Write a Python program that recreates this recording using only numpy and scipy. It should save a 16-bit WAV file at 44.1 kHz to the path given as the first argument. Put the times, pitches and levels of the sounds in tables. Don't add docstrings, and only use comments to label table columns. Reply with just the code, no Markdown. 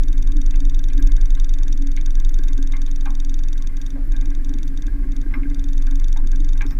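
import sys
import numpy as np
from scipy import signal
from scipy.fft import rfft, irfft
from scipy.io import wavfile
from scipy.ndimage import uniform_filter1d

SR = 44100
rng = np.random.default_rng(int(sys.argv[2]) if len(sys.argv) > 2 else 0)


def dump(signal):
    limited = np.clip(np.atleast_2d(signal).T, -1, 1)
    pcm = np.round(limited * 32767).astype(np.int16)
    wavfile.write(sys.argv[1], SR, pcm)


N = 299439
TIME_S = np.arange(N) / SR
EVENT_SAMPLES = SR // 3

# time_s, blade_rate_db, third_shaft_order_db
SHAKE = [(0.06, -12, -19), (0.68, -10.5, -17.5), (0.9, -12.5, -25), (1.03, -9.5, -12), (1.99, -13, -30),
         (2.21, -10, -19.5), (2.87, -13.5, -31), (3.24, -13.5, -29), (3.43, -12.5, -35),
         (3.83, -18.5, -25.5), (3.92, -21, -31.5), (4.13, -13.5, -18), (4.74, -17, -33.5), (4.84, -19, -21),
         (5.63, -17, -20.5), (5.76, -11.5, -28), (6.55, -11, -28.5), (6.79, -21, -19.5)]
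# pitch_hz, gain_db, t60_s
HULL_MODES = [(232, -4, 0.15), (278.2, 11.5, 0.26), (287.5, -3.5, 0.2), (300.7, -21, 0.1)]
# pitch_hz, gain_db, t60_s
PANEL_MODES = [(599, -5, 0.35), (823.5, -2, 0.18), (883, -1, 0.087), (1094, -1, 0.15), (1187, -6.5, 0.13),
               (1607, 6, 0.067), (1674, 2, 0.058), (2073, 7, 0.034), (2145, -9, 0.11), (2380, -1, 0.094)]


def propeller(passes, lead_rad=0.56, wander_rad=1.0):
    blade_db, shaft_db = curves(SHAKE)
    blade_rad = 2 * np.pi * passes
    heave = from_db(blade_db) * np.cos(blade_rad + lead_rad)
    shudder = from_db(shaft_db) * np.cos(3 * blade_rad / 2 + wander_rad * drift(0.31))
    return np.sqrt(2) * (heave + shudder)


def blade_passes(start_passes=.275, limp_passes=.013):
    # time_s, blade_rate_hz
    blade_rate = [(0.0, 20.89), (1.2, 21.56), (1.8, 21.02), (2.1, 21.31), (3.0, 20.79), (3.6, 21.42),
                  (3.8, 20.32), (3.9, 24.07), (4.4, 20.53), (4.5, 22.07), (4.8, 20.44), (4.9, 25.25),
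                  (5.2, 20.81), (5.6, 21.22), (6.1, 23.81), (6.2, 18.76), (6.3, 23.35), (6.79, 22.43)]
    passes = np.cumsum(curves(blade_rate)[0]) / SR + start_passes
    return passes - limp_passes * np.cos(np.pi * passes)


def mount_rattle(passes, bounce_s=.003, bounce_db=-7.0, settle_db=-15, db_per_shake_db=0.34):
    # start_s, end_s, force_db (at mean shake)
    spells = [(0, 3.69, -30.3), (3.75, 3.93, -30.5), (4.1, 4.37, -32), (4.43, 4.7, -30.5),
              (4.76, 4.89, -31.5), (5.1, 5.23, -32), (5.48, 6.19, -31.5), (6.25, 6.73, -32.3)]
    # pitch_hz, gain_db, t60_s
    body_modes = [(2620, -15.5, 0.0083), (3585, -19.5, 0.022), (3694, -10.5, 0.021), (4743, -11, 0.0067),
                  (5813, -8, 0.011), (6406, -5, 0.0075), (6300, -43, .006)]
    # pitch_hz, gain_db, t60_s
    edge_modes = [(9320, -26, .009), (13900, -25, .003)]
    force = np.zeros(N)
    heaves_s = TIME_S[1:][np.diff(np.floor(passes)) > 0]
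    shake_db = curves(SHAKE)[0]
    push_db = db_per_shake_db * (shake_db - shake_db.mean())
    for heave_s, jitter in zip(heaves_s, rng.standard_normal((len(heaves_s), 6))):
        for start_s, end_s, force_db in spells:
            if start_s <= heave_s < end_s:
                landing_s = heave_s + 0.00045 * jitter[0]
                flight_s = bounce_s * np.exp(.14 * jitter[1])
                settle_s = landing_s + flight_s * (2.1 + .15 * jitter[4])
                blow = from_db([force_db + push_db[int(heave_s * SR)] + jitter[2]])
                add(force, landing_s, blow)
                add(force, landing_s + flight_s, blow * from_db(bounce_db + 2 * jitter[3]))
                add(force, settle_s, blow * from_db(settle_db + 2 * jitter[5]))
    body = sum(ring(force * from_db(2.5 * drift(60)), [mode]) for mode in body_modes)
    body = filtered(filtered(body, 2480, "high"), 7400, "low", order=3)
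    edge = ring(force * from_db(2 * drift(36)), edge_modes)
    return from_db(1) * body + from_db(5) * edge


def mount_chafe(passes, level_db=-56.0, uneven_db=3.5, slip_db=-3.0, sharpness=90):
    swing = np.cos(2 * np.pi * passes)
    landing = np.exp(sharpness * (swing - 1))
    slip = from_db(slip_db) * np.exp(-sharpness * (swing + 1))
    strength = unit_rms(from_db(curves(SHAKE)[0] + uneven_db * drift(11)))
    rasp = noise([(8000, -14.0), (12500, -8.5), (13800, -1.5), (15500, -9)])
    return from_db(level_db) * strength * (landing + slip) * rasp


def hull_drum(throb, throb_db=0.87, wave_rise_s=0.027, wave_fall_s=0.04):
    # time_s, level_db
    chop = [(0.1, -41), (0.49, -41.5), (1.44, -47), (1.79, -39.5), (2.18, -46), (2.6, -41.5), (3.63, -45.5),
            (4.82, -39), (4.9, -38), (5.65, -37.5), (6.11, -47), (6.7, -43.5)]
    # crest_s, level_db
    waves = [(.36, -29.5), (.62, -33), (.99, -28.5), (1.84, -30.5), (3.09, -36.5), (3.3, -36.5),
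             (3.96, -32.5), (4.27, -34), (4.52, -33.5), (5.4, -31), (5.93, -32.5), (6.23, -35), (6.41, -36)]
    power = from_db(curves(chop)[0] + 3) ** 2
    for crest_s, level_db in waves:
        width_s = np.where(TIME_S < crest_s, wave_rise_s, wave_fall_s)
        swell = from_db(level_db) * np.exp(-.5 * ((TIME_S - crest_s) / width_s) ** 2)
        power += swell ** 2
    hull = filtered(ring(rng.standard_normal(N), HULL_MODES), [215, 365], "band", order=3)
    return evened(hull, span_s=0.077) * np.sqrt(power) * from_db(throb_db * throb - 1.53)


def knocks(panel_t60_s=.25, snap_band_hz=(2550, 4060), snap_t60_s=0.062, crack_db=-11.0):
    # start_s, ring_db, ring_hz, t60_s, panel_db, panel_hz, snap_db
    hits = [(.539, -41.5, 2680, .11, -55, 1000, -53), (.900, -46, 2500, 0.2, -60, 1000, -50),
            (.995, -54, 1160, 0.23, -50, 1160, -65), (1.372, -43, 4200, .064, -48.5, 1200, -50),
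            (1.972, -35.5, 2240, 0.091, -64, 1100, -43), (2.734, -35, 2180, .17, -44, 1110, -52),
            (2.876, -40, 3420, 0.061, -52, 1200, -52), (3.058, -38.5, 2340, 0.11, -34, 955, -46),
            (3.956, -41, 567, 0.34, -51, 1150, -65), (4.58, -44.5, 2280, 0.095, -57, 1000, -60),
            (5.308, -47, 1900, .12, -45, 990, -59), (5.338, -31, 2230, 0.069, -36.5, 1220, -48),
            (5.431, -38.5, 2150, 0.085, -63, 1000, -65), (5.869, -42.5, 1520, 0.18, -51, 1000, -65),
            (6.160, -47, 1800, .08, -39.5, 865, -63), (6.608, -25.5, 2330, 0.11, -37.5, 1130, -44),
            (6.708, -46, 1950, .17, -46.5, 1000, -60)]
    rings, snaps = np.zeros((2, N))
    for start_s, ring_db, ring_hz, t60_s, panel_db, panel_hz, snap_db in hits:
        thing = struck(ring_hz, t60_s, rise_s=0.0011, width=1.07, below=1.35, above=1.68, modes_db=-8.5)
        panel = struck(panel_hz, panel_t60_s, rise_s=0.0074, width=1.2, below=1.26, above=1.6, modes_db=-5)
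        grit = unit_rms(filtered(rng.standard_normal(EVENT_SAMPLES), snap_band_hz, "band", order=3))
        add(rings, start_s, from_db(ring_db) * thing)
        add(rings, start_s, from_db(panel_db) * panel)
        add(snaps, start_s, from_db(snap_db) * grit * decay(snap_t60_s))
    hollow = filtered(rings, 2600, "low", order=10)
    crack = filtered(rings, [2700, 4500], "band", order=3)
    return snaps + hollow + from_db(crack_db) * crack


def struck(pitch_hz, t60_s, rise_s, width, below, above, modes_db, tail_db=-10.0, cluster_db=-4.0):
    dense, close = rng.standard_normal((2, EVENT_SAMPLES))
    envelope = decay(t60_s) * (1 - np.exp(-TIME_S[:EVENT_SAMPLES] / rise_s))
    cluster = filtered(close, [pitch_hz / width, pitch_hz * width], "band")
    cluster = evened(cluster, span_s=0.026) * envelope
    panels = from_db(modes_db) * ring(scuff(t60_s=0.019), PANEL_MODES)
    tail = from_db(tail_db) * dense * envelope * np.sqrt(SR / (2 * pitch_hz))
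    boat = filtered(panels + tail, [pitch_hz / below, pitch_hz * above], "band")
    return boat + from_db(cluster_db) * cluster


def hull_thumps(hull_db=-4.0, panel_db=-13.0):
    # start_s, force_db
    thumps = [(1.065, -38), (2.39, -35), (2.486, -36), (2.585, -36), (4.494, -39.5), (4.785, -36.5),
              (4.881, -33.5), (5.261, -38.5), (5.453, -36), (5.511, -38), (6.345, -40), (6.649, -34.5)]
    force = np.zeros(N)
    for start_s, force_db in thumps:
        add(force, start_s, from_db(force_db) * scuff(t60_s=0.018))
    hull = filtered(ring(force, HULL_MODES), [240, 450], "band")
    panel = filtered(ring(force, PANEL_MODES), [1450, 1750], "band")
    return from_db(hull_db) * hull + from_db(panel_db) * panel


def gear_clinks(high_db=-4.0, chatter_db=3.5):
    # start_s, level_db, low_hz, high_hz, t60_s
    contacts = [(5.338, -54.5, 5340, 13470, 0.075), (6.673, -55, 5420, 13600, 0.14),
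                (6.714, -50, 5220, 13810, 0.054), (6.716, -55, 5770, 13810, 0.072)]
    out = np.zeros(N)
    for start_s, level_db, low_hz, high_hz, t60_s in contacts:
        touch = signal.unit_impulse(EVENT_SAMPLES) + from_db(chatter_db) * scuff(t60_s=.07)
        modes = [(low_hz, 0, t60_s), (high_hz, high_db, t60_s)]
        add(out, start_s, from_db(level_db) * ring(touch, modes))
    return out


def hull_rumble():
    # time_s, level_db
    levels = [(0, -35.5), (3.4, -39), (4.6, -36.5), (6.2, -36.5), (6.79, -33.5)]
    # freq_hz, density_db
    spectrum = [(50, 5), (68, 5), (88, 1.5), (115, -3.5), (135, -8.5), (152, -3), (178, -14.5), (220, -18),
                (350, -20), (700, -41)]
    return from_db(curves(levels)[0]) * noise(spectrum)


def lapping(throb, level_db=-56, throb_db=2.5, lap_swing_db=5.5, wash_swing_db=.5):
    # freq_hz, density_db
    spectrum = [(350, 2), (550, 1.5), (750, -2), (1000, -3), (1400, -1.5), (1800, 1), (2400, -5),
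                (2700, -11), (4000, -13), (7000, -16), (13500, -18.5), (15500, -18)]
    laps = rng.standard_normal(N) * from_db(lap_swing_db * drift(37))
    panels = filtered(ring(laps, PANEL_MODES), [950, 2200], "band")
    whisper = unit_rms(panels * from_db(throb_db * throb))
    wash = noise(spectrum) * from_db(wash_swing_db * drift(8.1))
    return from_db(level_db) * (wash + from_db(-1) * whisper)


def ring(force, modes):
    out = 0
    for pitch_hz, gain_db, t60_s in modes:
        radius = from_db(-60 / (t60_s * SR))
        step_rad = 2 * np.pi * pitch_hz / SR
        feedback = [1, -2 * radius * np.cos(step_rad), radius ** 2]
        out += from_db(gain_db) * signal.lfilter([0, radius * np.sin(step_rad)], feedback, force + 1e-18)
    return out


def scuff(t60_s):
    force = rng.standard_normal(EVENT_SAMPLES) * decay(t60_s)
    return force / np.linalg.norm(force)


def decay(t60_s):
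    return from_db(-60 * TIME_S[:EVENT_SAMPLES] / t60_s)


def noise(spectrum):
    freq_hz, density_db = np.transpose(spectrum)
    bins_hz = np.maximum(np.fft.rfftfreq(N, 1 / SR), 1)
    gain_db = np.interp(np.log(bins_hz), np.log(freq_hz), density_db, left=-np.inf, right=-np.inf)
    return unit_rms(irfft(rfft(rng.standard_normal(N)) * from_db(gain_db), N))


def drift(corner_hz):
    bins_hz = np.fft.rfftfreq(N, 1 / SR)
    return unit_rms(irfft(rfft(rng.standard_normal(N)) / (1 + (bins_hz / corner_hz) ** 2), N))


def filtered(x, edges_hz, kind, order=2):
    return signal.sosfilt(signal.butter(order, edges_hz, kind, fs=SR, output="sos"), x)


def evened(x, span_s):
    power = np.abs(uniform_filter1d(x ** 2, int(span_s * SR) + 1))
    return x / np.sqrt(power + 1e-20)


def curves(rows):
    times_s, *columns = np.transpose(rows)
    return [np.interp(TIME_S, times_s, column) for column in columns]


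def add(track, start_s, sound):
    start = int(np.clip(start_s * SR, 0, N - 1))
    track[start:start + len(sound)] += sound[:N - start]


def unit_rms(x):
    return x / np.sqrt(np.mean(x ** 2) + 1e-20)


def from_db(db):
    return 10 ** (np.asarray(db) / 20)


def scene():
    passes = blade_passes()
    throb = np.cos(2 * np.pi * passes - 2.1)
    motor = propeller(passes) + hull_rumble()
    mount = mount_rattle(passes) + mount_chafe(passes)
    hull = hull_drum(throb) + lapping(throb) + hull_thumps()
    return (motor + mount + hull + knocks() + gear_clinks())[None]


def record(dry):
    cutoff_hz = 15100
    return signal.sosfilt(signal.ellip(10, .1, 90, cutoff_hz, fs=SR, output="sos"), dry)


dry = scene()
out = record(dry)
dump(out)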